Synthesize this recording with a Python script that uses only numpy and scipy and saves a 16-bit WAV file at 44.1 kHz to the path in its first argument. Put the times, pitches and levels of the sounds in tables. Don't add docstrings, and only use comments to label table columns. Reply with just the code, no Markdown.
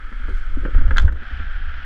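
import sys
import numpy as np
from scipy import signal
from scipy.fft import rfft, irfft, next_fast_len
from scipy.io import wavfile
from scipy.ndimage import uniform_filter1d, minimum_filter1d

SR = 44100
rng = np.random.default_rng(int(sys.argv[2]) if len(sys.argv) > 2 else 0)


def store_pcm(level_fs):
    pcm = np.round(np.clip(level_fs, -1, 1) * 32767).astype(np.int16)
    wavfile.write(sys.argv[1], SR, np.atleast_2d(pcm).T)


N = 81585


def amp(db):
    return 10 ** (np.asarray(db) / 20)


def unit(x):
    return x / np.sqrt(np.mean(x ** 2) + 1e-20)


def along(points, hz):
    f, values = np.transpose(points)
    return np.interp(np.log(hz + 1), np.log(f + 1), values)


def clock():
    return np.arange(N) / SR


def level(rows):
    return amp(np.interp(clock(), *np.transpose(rows)))


def filtered(x, response):
    size = next_fast_len(N + SR // 2)
    hz = np.fft.rfftfreq(size, 1 / SR)
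    return irfft(rfft(x, size) * response(hz), size)[:N]


def noise(colour):
    white = rng.standard_normal(N)
    return unit(filtered(white, lambda hz: amp(along(colour, hz))))


def burst(start, attack, t60):
    t = np.maximum(clock() - start, 0)
    return (1 - np.exp(-t / attack)) * amp(-60 * t / t60)


def tone(start, hz):
    return np.sin(2 * np.pi * hz * (clock() - start))


# [t/s, level/dB, hardness f/Hz, snap level/dB, snap t60/s]
STRIKES = [(0.9086, -9.5, 2370, -52, 0.0087), (0.914, -16.5, 2170, -61.5, 0.0073),
           (.9627, -10, 2100, -79, .005), (.9700, -6, 2400, -17, 0.0081), (0.9817, 2, 7500, -13, 0.011),
           (0.9966, -12, 3000, -26, 0.018)]
# [f/Hz, level/dB, t60/s]
RING = [(938, -38, 0.053), (1095, -20, 0.027), (1423, -7, 0.024), (1567, -2.5, 0.02), (1955, -13.5, 0.022),
        (2570, -23.5, 0.024), (3082, -25.5, 0.049), (3297, -12.5, 0.019), (3470, -34, 0.14),
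        (3723, -18.5, 0.016), (4050, -25, 0.026), (6110, -23, .014), (6770, -20.5, .009)]
# [f/Hz, level/dB]
SNAP_COLOUR = [(300, -17), (800, -35.5), (1050, 7), (1600, 5), (2600, -12), (3500, 2.5), (5000, -14.5),
               (6500, -12), (8500, -22.5), (12000, -32.5), (15000, -34.5)]
CONTACT_S, SNAP_LAG_S, SNAP_ATTACK_S = 0.0009, 0.001, 0.0002
TREBLE_TAIL_DB, TREBLE_TAIL_T60_S = -28.5, 0.3


def shot():
    out = np.zeros(N)
    for start, db, hard_hz, snap_db, snap_t60 in STRIKES:
        for hz, mode_db, t60 in RING:
            softening = np.hypot(1, (hz / hard_hz) ** 4)
            gain = amp(db + mode_db) / softening
            out += gain * burst(start, CONTACT_S, t60) * tone(start, hz)
        bite = start + SNAP_LAG_S
        snap = burst(bite, SNAP_ATTACK_S, snap_t60)
        treble_tail = amp(TREBLE_TAIL_DB) * burst(bite, SNAP_ATTACK_S, TREBLE_TAIL_T60_S)
        out += amp(snap_db) * (snap + treble_tail) * noise(SNAP_COLOUR)
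    return out


# [t/s, thud f/Hz, thud level/dB, rustle level/dB, clack level/dB, t60/s]
KNOCKS = [(0.117, 241, -32.5, -49, -64, 0.089), (0.127, 259, -59, -45.5, -30.5, 0.027),
          (0.196, 236, -38.5, -57.5, -66, 0.14), (0.249, 244, -38, -53, -64, 0.063),
          (.283, 232, -30, -31, -37, 0.12), (.296, 379, -37, -49, -46.5, 0.2),
          (.571, 270, -16, -41.5, -55, 0.043), (0.633, 379.3, -33, -39, -52, 0.071),
          (0.65, 229, -13, -34, -22.5, 0.042), (.657, 520, -29, -27, -29.5, .07),
          (.682, 331, -39.5, -30.5, -47, 0.088), (0.7465, 426, -39, -33, -30, 0.059),
          (0.783, 260, -26, -50.5, -35.5, .09), (0.812, 170, -32.5, -30.5, -28, 0.047),
          (.8803, 200, -44.5, -38, -29, 0.055), (.911, 328, -54, -28, -22, 0.059),
          (1.029, 171, -27, -37.5, -49, 0.21), (1.0788, 292, -34, -26, -20.5, 0.083),
          (1.123, 198, -28, -36.5, -33, 0.058), (1.159, 250, -53, -46, -29, 0.017),
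          (1.219, 233, -34, -38, -34.5, .07), (1.31, 256, -33.5, -43, -50, 0.047),
          (1.394, 224, -33, -41, -48.5, 0.1)]
# [f/Hz, level/dB]
RUSTLE_COLOUR = [(60, -30), (150, -14), (235, -5), (330, -4.5), (430, -13.5), (540, -7.5), (720, -37),
                 (1200, -27.5), (4000, -79.5)]
# [f/Hz, level/dB]
CLACK_COLOUR = [(200, 4.5), (700, -20), (900, -1.5), (1100, -9.5), (1350, 3), (1650, 5.5), (2100, -9.5),
                (2600, -18.5), (3200, -16), (4000, -46), (7000, -45.5), (15000, -66)]
THUD_ATTACK_S, KNOCK_ATTACK_S = 0.0022, 0.00055


def knocks():
    out = np.zeros(N)
    for start, hz, thud_db, rustle_db, clack_db, t60 in KNOCKS:
        out += amp(thud_db) * burst(start, THUD_ATTACK_S, t60) * tone(start, hz)
        rustle = amp(rustle_db) * noise(RUSTLE_COLOUR)
        clack = amp(clack_db) * noise(CLACK_COLOUR)
        out += burst(start, KNOCK_ATTACK_S, t60) * (rustle + clack)
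    return out


# [f/Hz, t60/s]
RINK = [(200, 0.87), (1500, 1.8), (4000, 2.4), (10000, 0.41)]


def rink(x):
    hz, t, spectrum = signal.stft(rng.standard_normal(SR), SR, nperseg=256)
    decay = amp(-60 * t / along(RINK, hz)[:, None])
    tail = signal.istft(spectrum * decay, SR, nperseg=256)[1]
    return signal.fftconvolve(x, tail / np.linalg.norm(tail))[:N]


# [t/s, half length (standard deviation)/s, level/dB]
SCRAPES = [(0.293, 0.005, -67), (.37, 0.048, -63.5), (.55, 1, -67), (0.956, 0.032, -62),
           (1.022, 0.0045, -44.5), (1.037, 0.0029, -53), (1.0535, 0.0014, -40), (1.0635, 0.00039, -43),
           (1.127, 0.002, -47.5)]
# [f/Hz, level/dB]
SCRAPE_COLOUR = [(800, -18.5), (2000, 7), (4200, 5), (5500, -0.5), (8000, -6), (11000, -11.5),
                 (15000, -26.5)]
# [t/s, level/dB]
GLIDE = [(0, -56.5), (.45, -55.5), (.62, -47.5), (.7, -53.5), (.8, -46.5), (.95, -41), (1.05, -33.5),
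         (1.15, -44.5), (1.28, -55.5), (1.85, -57.5)]
# [f/Hz, level/dB]
GLIDE_COLOUR = [(80, -25), (160, 3.5), (250, 8), (400, -3.5), (560, -2), (720, -12.5), (950, -9),
                (1500, -11), (3000, -53), (8000, -55.5)]
SCRAPE_GRAIN_DB = 4


def ice():
    strokes = np.zeros(N)
    for centre, half, db in SCRAPES:
        strokes += amp(db) * np.exp(-((clock() - centre) / half) ** 2 / 2)
    wander = unit(uniform_filter1d(rng.standard_normal(N), size=40))
    grain = amp(SCRAPE_GRAIN_DB * wander)
    scrapes = strokes * unit(grain * noise(SCRAPE_COLOUR))
    return scrapes + level(GLIDE) * noise(GLIDE_COLOUR)


GUST_SPAN_S = 0.09


def gusts(colour):
    x = noise(colour)
    power = np.abs(uniform_filter1d(x ** 2, size=int(GUST_SPAN_S * SR)))
    strength = np.sqrt(power + 1e-6)
    return unit(x / uniform_filter1d(strength, size=int(GUST_SPAN_S * SR / 2)))


# [t/s, level/dB]
SWAY = [(0, -28.5), (.2, -23.5), (.32, -16), (.45, -21), (.6, -13.5), (.69, -23), (.77, -7), (.88, -11),
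        (.98, -10.5), (1.05, -6), (1.15, -18), (1.26, -30), (1.34, -26), (1.5, -21.5), (1.66, -20.5),
        (1.85, -28.5)]
# [f/Hz, level/dB]
SWAY_COLOUR = [(8, -2), (20, 4), (35, -4), (48, -12.5), (62, -34.5), (90, -55), (200, -105.5)]
# [t/s, level/dB]
BUFFET = [(0, -45), (.2, -42.5), (.32, -28.5), (.42, -47), (.55, -31), (.62, -26), (.69, -34.5), (.77, -23),
          (.9, -18), (.97, -26.5), (1.04, -11.5), (1.14, -19), (1.2, -38), (1.27, -38), (1.34, -28),
          (1.42, -27), (1.54, -38.5), (1.67, -31), (1.85, -36)]
# [f/Hz, level/dB]
BUFFET_COLOUR = [(20, -29), (45, 1), (70, 2), (82, -6), (100, -23), (118, -20), (140, -28.5), (300, -59.5),
                 (800, -110)]
JOLT_S, JOLT_WIDTH_S, JOLT_HZ, JOLT_DB = 1.052, 0.012, 66, -0.5


def rumble():
    t = clock() - JOLT_S
    jolt = np.exp(-(t / JOLT_WIDTH_S) ** 2) * np.cos(2 * np.pi * JOLT_HZ * t)
    sway = level(SWAY) * gusts(SWAY_COLOUR)
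    buffet = level(BUFFET) * gusts(BUFFET_COLOUR)
    return sway + buffet + amp(JOLT_DB) * jolt


# [t/s, level/dB]
HISS = [(0, -44), (.25, -41), (.6, -42.5), (.78, -40), (.92, -43.5), (1.02, -36), (1.11, -49), (1.2, -39.5),
        (1.3, -36.5), (1.55, -39.5), (1.85, -38.5)]
# [f/Hz, level/dB]
HISS_DOWN = [(130, -16), (250, -19.5), (420, -23.5), (750, -17.5), (1050, -18.5), (1300, 1.5), (1550, 1.5),
             (1900, -9.5), (2150, -7.5), (2700, -19), (3250, -13.5), (3700, -26), (4500, -29.5),
             (6500, -41.5), (9000, -46.5), (15000, -69.5)]
# [f/Hz, level/dB]
HISS_UP = [(130, -26), (250, -21.5), (420, -25), (750, -13.5), (1050, -19), (1300, -2.5), (1550, 2.5),
           (1750, -2.5), (2100, -10.5), (2700, -15.5), (3250, -13), (3700, -22.5), (4500, -29.5),
           (5300, -33.5), (7000, -49.5), (10000, -62), (15000, -82)]
# [start t/s, end t/s]
TURN_S = [0.93, 1.1]
HISS_FLUTTER_DB = 1.07


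def hiss():
    turn = np.interp(clock(), TURN_S, [0, np.pi / 2])
    wander = unit(uniform_filter1d(rng.standard_normal(N), size=300))
    flutter = amp(HISS_FLUTTER_DB * wander)
    colour_mix = np.cos(turn) * noise(HISS_DOWN) + np.sin(turn) * noise(HISS_UP)
    return level(HISS) * flutter * colour_mix


RINK_DB = -32.5


def scene():
    blows = shot() + knocks()
    hall = amp(RINK_DB) * rink(blows)
    return (blows + hall + ice() + hiss() + rumble())[None]


CEILING, LIMIT_WINDOW_S = 0.97, 0.012


def limiter(x):
    size = int(LIMIT_WINDOW_S * SR)
    gain = minimum_filter1d(CEILING / np.maximum(np.abs(x), CEILING), size=2 * size)
    smooth = uniform_filter1d(uniform_filter1d(gain, size=size), size=size)
    return x * smooth


DUCK_OVER_DB, DUCK_SHARE = -23, 0.81
DUCK_HOLD_S, RECOVER_DB_PER_S = 0.058, 83
DUCK_SMOOTH_S = 0.13
SENSE_HZ, TOP_HZ = 500, 15760


def record(dry):
    x, t = dry[0], clock()
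    sensed = filtered(x, lambda hz: hz > SENSE_HZ)
    power = np.abs(uniform_filter1d(sensed ** 2, size=256))
    power_db = 10 * np.log10(power + 1e-12)
    need = DUCK_SHARE * np.maximum(power_db - DUCK_OVER_DB, 0)
    hold = 2 * int(DUCK_HOLD_S * SR / 2) + 1
    held = -minimum_filter1d(-need, hold, origin=hold // 2, mode="constant")
    slope = RECOVER_DB_PER_S * t
    cut_db = np.maximum.accumulate(held + slope) - slope
    pole = np.exp(-1 / (DUCK_SMOOTH_S * SR))
    eased_db = signal.lfilter([1 - pole], [1, -pole], cut_db)
    ducked = x * amp(-eased_db)
    return filtered(limiter(ducked), lambda hz: hz < TOP_HZ)[None]


dry = scene()
out = record(dry)
store_pcm(out)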